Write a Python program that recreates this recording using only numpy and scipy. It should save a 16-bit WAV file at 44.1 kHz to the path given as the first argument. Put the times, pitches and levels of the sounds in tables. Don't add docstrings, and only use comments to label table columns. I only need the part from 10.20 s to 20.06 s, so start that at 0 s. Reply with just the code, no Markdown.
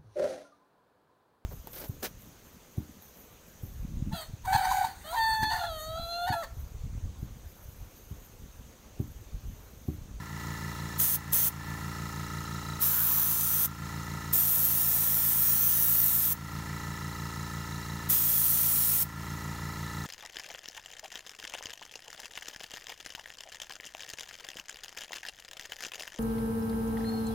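import sys
import numpy as np
from scipy import signal
from scipy.io import wavfile
from scipy.ndimage import uniform_filter1d, minimum_filter1d

SR = 44100
rng = np.random.default_rng(int(sys.argv[2]) if len(sys.argv) > 2 else 0)


def to_wav(s):
    ch = np.atleast_2d(s).T
    pcm = np.round(np.clip(ch, -1, 1) * 32767)
    wavfile.write(sys.argv[1], SR, pcm.astype(np.int16))


def attenuation_scalar(level_db):
    decades = np.asarray(level_db, float) / 20
    return 10 ** decades


N = 434826
TIME = np.arange(N) / SR

# [shaft order, multiple of twice the mains, level/dB rms]
SHAFT_LINES = [(1, 0, -67), (2, 0, -52), (3, 0, -44), (4, 0, -65), (5, 0, -44), (6, 0, -51), (7, 0, -49),
               (8, 0, -61), (9, 0, -62), (10, 0, -56), (11, 0, -56.5), (12, 0, -68), (13, 0, -62),
               (14, 0, -60), (15, 0, -65), (16, 0, -73), (17, 0, -67), (18, 0, -68), (19, 0, -71),
               (21, 0, -73), (22, 0, -72), (24, 0, -73), (31, 0, -60), (48, 0, -59), (62, 0, -61),
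               (68, 0, -60), (97, 0, -65)]
# [shaft order, multiple of twice the mains, level/dB rms]
PULL_LINES = [(-1, 1, -57), (0, 1, -59), (1, 1, -49), (2, 1, -56), (3, 1, -65), (-2, 2, -68), (25, 1, -63),
              (24, 2, -58)]
# [f/Hz, width/Hz, level/dB rms, first blow/turn, second blow/turn, rattle share 0-1]
CASING_MODES = [(939, 136, -51, 0, .76, 0.44), (1001, 62, -56, .05, .22, 0),
                (1288, 34, -50.5, .68, .93, 0.05), (1370, 23, -52.5, .69, .1, 0.1),
                (1762, 29, -53, 0.01, 0.5, 0.63), (1961, 39, -53.5, .7, .12, 0.4),
                (2760, 84, -69, 0.9, 0.9, 0.4), (3964, 77, -59, .07, .1, 0.36),
                (4320, 250, -64.5, 0.03, 0.7, 0.64), (5240, 210, -60, 0.4, 0.6, 0.94),
                (5600, 150, -62, 0.2, 1, 0.4), (6340, 330, -58.5, .66, 0.4, 1),
                (6970, 180, -62.5, .66, .8, 0.88)]
# [t/s, position -1 to 1]
ARM_SHADE = [(0, -.3), (.7, -0.087), (1.4, -0.46), (1.9, 0.78), (2.5, 1), (3.4, 1), (3.8, .3), (4.1, 0.37),
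             (5, -0.14), (6.4, 0.15), (7.2, 0.42), (7.9, .1), (8.9, -0.067), (9.86, 0.37)]
# [level at rest/dB, change per arm shade/dB, change with the line drained/dB]
CASING_FACES = [
    (-1.5, -2.5, 1),
    (0.5, 3, 0.7),
    (.5, -3.5, .3),
    (3, 3.2, -12.5),
    (1.5, 0.6, -2),
]
# [f/Hz, level/dB per Hz]
ROOM_SPECTRUM = [(25, -28), (45, -22), (150, -10), (260, -14.5), (420, -26.5), (700, -22.5), (1500, -20.5),
                 (2100, -19), (2500, -26.5), (4300, -22), (4850, -28.5), (7500, -30), (8500, -32),
                 (16000, -26.5)]
# [valve opens t/s, valve shuts t/s, jet level/dB, opening time/s, splash below the jet/dB]
BURSTS = [
    (.8, 0.958, -26.5, 0.034, -25),
    (1.132, 1.283, -25.5, 0.022, -25),
    (2.624, 3.458, -26, 0.044, -20.5),
    (4.132, 6.128, -26.5, .012, -24),
    (7.9, 8.83, -24.5, .02, -25),
]
# [f/Hz, level/dB per Hz]
JET_SPECTRUM = [(1290, -54), (2200, -26), (2860, -26), (3160, -24.5), (4770, -20.5), (5900, -16.5),
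                (7800, -15), (9670, -4), (10600, -5.5), (14100, 3), (15100, 5), (15700, -16)]
# [t/s, aim level/dB]
NOZZLE_AIM = [(.8, 0), (.96, 0.5), (1.13, 0), (1.28, 1), (2.62, -0.5), (2.9, 1), (3.18, -1), (3.3, -1),
              (3.45, 0.5), (4.13, -1), (4.35, -0.5), (4.7, 0), (5.2, .5), (5.65, 0.5), (5.95, -0.5),
              (6.13, -1.5), (7.9, -1), (8.83, -1)]
# [level below the top/dB, change per dB of aim/dB]
LOWER_LAYERS = [
    (-12.5, -1),
    (-21.5, -.4),
    (-2, 0.9),
]
# [t/s, speed 0-1]
HAND_SPEED = [(.8, 0.12), (2.6, 0.08), (3.45, 0.07), (4.1, 0.6), (6.1, .45), (7.9, 0.06), (8.85, 0.2)]
# [from t/s, to t/s, f/Hz, width/Hz, level/dB]
BAND_TINTS = [(0.74, 1.4, 10400, 800, 3.5), (0.74, 1.4, 6400, 648.1, 5), (2.698, 3.06, 8600, 2310, -3),
              (2.6, 3.1, 14000, 1500, 1), (2.676, 2.848, 1500, 350, 5), (2.7, 3.2, 1040, 300, 5),
              (2.91, 3.46, 6095, 463, 5), (4.2, 5.0, 756, 320, 6.5), (4.15, 4.55, 12900, 700, 5.5),
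              (5.2, 5.9, 15000, 1800, 2.5), (5.25, 5.65, 5960, 540, 6.5), (5.76, 6.2, 13400, 799, 4),
              (6.6, 10, 14590, 500, 3.5), (8.14, 8.9, 10000, 900, 4.5), (7.89, 8.9, 4450, 314.8, 2),
              (7.85, 8, 9200, 399.7, -5)]
# [f/Hz, width/Hz, level/dB]
FIXED_NOTCH = (10500, 400, -3)

START_TURN, FREE_HZ, SAG_HZ = .049, 28.558, .4761
MAINS_PULL_HZ, SLIP_PHASE = 120.01, 1.36
SAG_S, LAG_S, RECOVER_S, REFILL_S = .1717, .1241, .1833, 0.43
EARLIER_SHUT_S = -.1305
UPPER_LOAD_DB = -4
ROOM_DB = -47.5
SETTLE_DB, SETTLE_S, CLOSING_S = -0.5, 0.21, 0.015


def evened(x):
    return x / np.sqrt(np.mean(x ** 2) + 1e-20)


def read(points, hz):
    f, value = np.transpose(points)
    return np.interp(np.log(hz + 1), np.log(f + 1), value)


def patches(shape, frames, bins):
    z = rng.standard_normal(shape[::-1]).T
    over_time = uniform_filter1d(z, frames, 1)
    return evened(uniform_filter1d(over_time, bins, 0))


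def noise(magnitude):
    a, b = rng.standard_normal(magnitude.shape[::-1] + (2,)).T
    return signal.istft((a + 1j * b) * magnitude, nperseg=512, noverlap=384)[1][:N]


def ring(x, hz, width):
    r = np.exp(-np.pi * width / SR)
    return signal.lfilter([1, 0, -1], [1, -2 * r * np.cos(2 * np.pi * hz / SR), r * r], x)


def motor_load(recover_s=RECOVER_S):
    def rise(start, pace):
        return 1 - np.exp(-np.maximum(TIME - start, 0) / pace)

    drawn = sum(rise(row[0], SAG_S) - rise(row[1] + LAG_S, recover_s) for row in BURSTS)
    left_over = 1 - rise(EARLIER_SHUT_S + LAG_S, recover_s)
    return np.minimum(left_over + drawn, 1)


def motor_hum(turns):
    turns, t = turns[::4], TIME[::4]
    load = motor_load()
    upper = attenuation_scalar(UPPER_LOAD_DB * load[::4])
    out = 0
    for order, pull, db in SHAFT_LINES + PULL_LINES:
        k = order + 4 * pull
        lead = np.pi / 2 * (k % 2)
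        stroke = lead + .05 * k * k + 1.12 * k - 2.55
        angle = 2 * np.pi * (order * turns + pull * MAINS_PULL_HZ * t) + pull * SLIP_PHASE + stroke
        tone = attenuation_scalar(db) * np.sqrt(2) * np.cos(angle)
        out = out + tone * (upper if k > 11 else 1)
    shaking_db = 0.09 + 0.57 * load
    return attenuation_scalar(shaking_db) * signal.resample_poly(out, 4, 1)[:N]


def casing_knocks(turns):
    out = np.zeros(N)
    jostle = rng.standard_normal(N)
    arm, drained = np.interp(TIME, *np.transpose(ARM_SHADE)), motor_load(REFILL_S)
    faces = [attenuation_scalar(rest_db + arm_db * arm + load_db * drained) for rest_db, arm_db, load_db in CASING_FACES]
    for hz, width, db, first, second, rattle in CASING_MODES:
        blows, shake = np.zeros(N), .3
        for angle, force in ((first, 1), (second, .7)):
            at = np.flatnonzero(np.diff(np.floor(turns - angle)))
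            blows[at] += force * attenuation_scalar(0.71 * rng.standard_normal(300)[:len(at)])
            shake = shake + force * np.exp(-((turns - angle) % 1) / .14)
        clean = evened(ring(blows, hz, width))
        loose = evened(ring(shake * jostle, hz, width))
        shade = faces[np.searchsorted([1100, 1500, 2300, 4200], hz)]
        out += attenuation_scalar(db) * shade * (np.sqrt(1 - rattle) * clean + np.sqrt(rattle) * loose)
    return out


def room_wash(turns):
    hz, frames = np.fft.rfftfreq(512, 1 / SR), N // 128 + 5
    drift_db = .8 * patches((257, frames), 20, 6)
    wash = noise(attenuation_scalar(read(ROOM_SPECTRUM, hz)[:, None] + drift_db))
    breath_db = 0.35 * np.cos(4 * np.pi * (turns - .15))
    return attenuation_scalar(ROOM_DB + breath_db) * evened(wash)


def valve_opening():
    valve = np.zeros(N)
    for start, end, db, opening, _ in BURSTS:
        since = abs(TIME - start)
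        rise = np.clip(1 + (TIME - start) / opening, 0, 1) ** 3
        surge_db = 1.2 * np.exp(-since / 0.018) + SETTLE_DB * np.exp(-since / SETTLE_S)
        fall = attenuation_scalar(db - 20 * np.maximum(TIME - end, 0) / CLOSING_S)
        valve = np.maximum(valve, rise * attenuation_scalar(surge_db) * fall)
    return valve


def surroundings(hz, t):
    speed = np.interp(t, *np.transpose(HAND_SPEED))
    travel = np.cumsum(speed) * 128 / SR
    t, speed, travel = t[::4], speed[::4], travel[::4]
    path, tint_db = 1, 0
    for place, pace, phase in rng.random((10, 3)):
        slide = np.sin(2 * np.pi * ((0.793 + 1.5 * pace) * travel + phase))
        delay = 0.000305 + .003 * place + .00012 * slide
        strength = (0.12 + 0.22 * speed) * np.minimum(hz / 8000, 1)
        path = path + strength * np.exp(2j * np.pi * hz * delay)
    for start, end, centre_hz, width, db in BAND_TINTS + [(0, 10, *FIXED_NOTCH)]:
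        held = np.clip(np.minimum(t - start, end - t) / 0.062 + .5, 0, 1)
        tint_db = tint_db + db * held * np.exp(-2 * ((hz - centre_hz) / width) ** 2)
    return np.repeat(abs(path) * attenuation_scalar(tint_db), 4, axis=1)


def airbrush():
    hz, frames = np.fft.rfftfreq(512, 1 / SR)[:, None], N // 128 + 5
    t = np.arange(frames) * 128 / SR
    aim_db = np.interp(t, *np.transpose(NOZZLE_AIM))
    layers_db = [0 * t] + [db + lean * aim_db for db, lean in LOWER_LAYERS]
    for start, end, _, _, splash_db in BURSTS:
        near = abs(t - (start + end) / 2) < (end - start) / 2 + .08
        layers_db[-1] = layers_db[-1] + splash_db * near
    colour = attenuation_scalar(read(JET_SPECTRUM, np.clip(hz, 2300, 15000)))
    edges = [(9000, 17000), (4500, 9000), (2000, 4500), (850, 1900)]  # Hz, thin top first
    power = np.zeros((257, frames))
    for (lo, hi), db in zip(edges, layers_db):
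        band = colour / (1 + (lo / (hz + 1)) ** 14) / (1 + (hz / hi) ** 14)
        power += band ** 2 / np.sum(band ** 2) * attenuation_scalar(db) ** 2
    power += attenuation_scalar(-75) / (1 + (hz / 850) ** 6) / (1 + (170 / (hz + 1)) ** 4)
    flicker = attenuation_scalar(0.22 * patches(power.shape, 4, 60))
    jet = noise(np.sqrt(power) * surroundings(hz, t)[:, :frames] * flicker)
    spurts_db = 1.1 * evened(uniform_filter1d(rng.standard_normal(N), 60))
    direct = evened(jet) * attenuation_scalar(np.interp(TIME, t, aim_db) + spurts_db + 6.0) * valve_opening()
    tail = rng.standard_normal(6000) * attenuation_scalar(-60 * TIME[:6000] / 0.15)
    return direct + attenuation_scalar(-19.5) * signal.oaconvolve(direct, tail / np.linalg.norm(tail))[:N]


def scene():
    turns = START_TURN + np.cumsum(FREE_HZ - SAG_HZ * motor_load()) / SR
    mix = motor_hum(turns) + casing_knocks(turns) + room_wash(turns) + airbrush()
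    return np.tile(mix, (2, 1))


def top_cut(x):
    return signal.sosfilt(signal.butter(12, 16990, fs=SR, output="sos"), x)


def record(dry):
    power_db = 10 * np.log10(abs(uniform_filter1d(dry[0] ** 2, 3000)) + 1e-12)
    over_db = np.clip(power_db + 30.5, 0, 9.0)
    over_db[:round(.02 * SR)] = 7.5
    hold = round(.09 * SR)
    held_db = -minimum_filter1d(-over_db, hold, origin=(hold - 1) // 2, mode="nearest")
    duck_db = .45 * uniform_filter1d(held_db, 5000, origin=2400, mode="nearest")
    top_edge = signal.firwin(1023, 15770, window=("kaiser", 9), fs=SR)
    mix = signal.oaconvolve(dry / attenuation_scalar(duck_db), top_edge[None], "same")
    return top_cut(mix)


dry = scene()
out = record(dry)
to_wav(out)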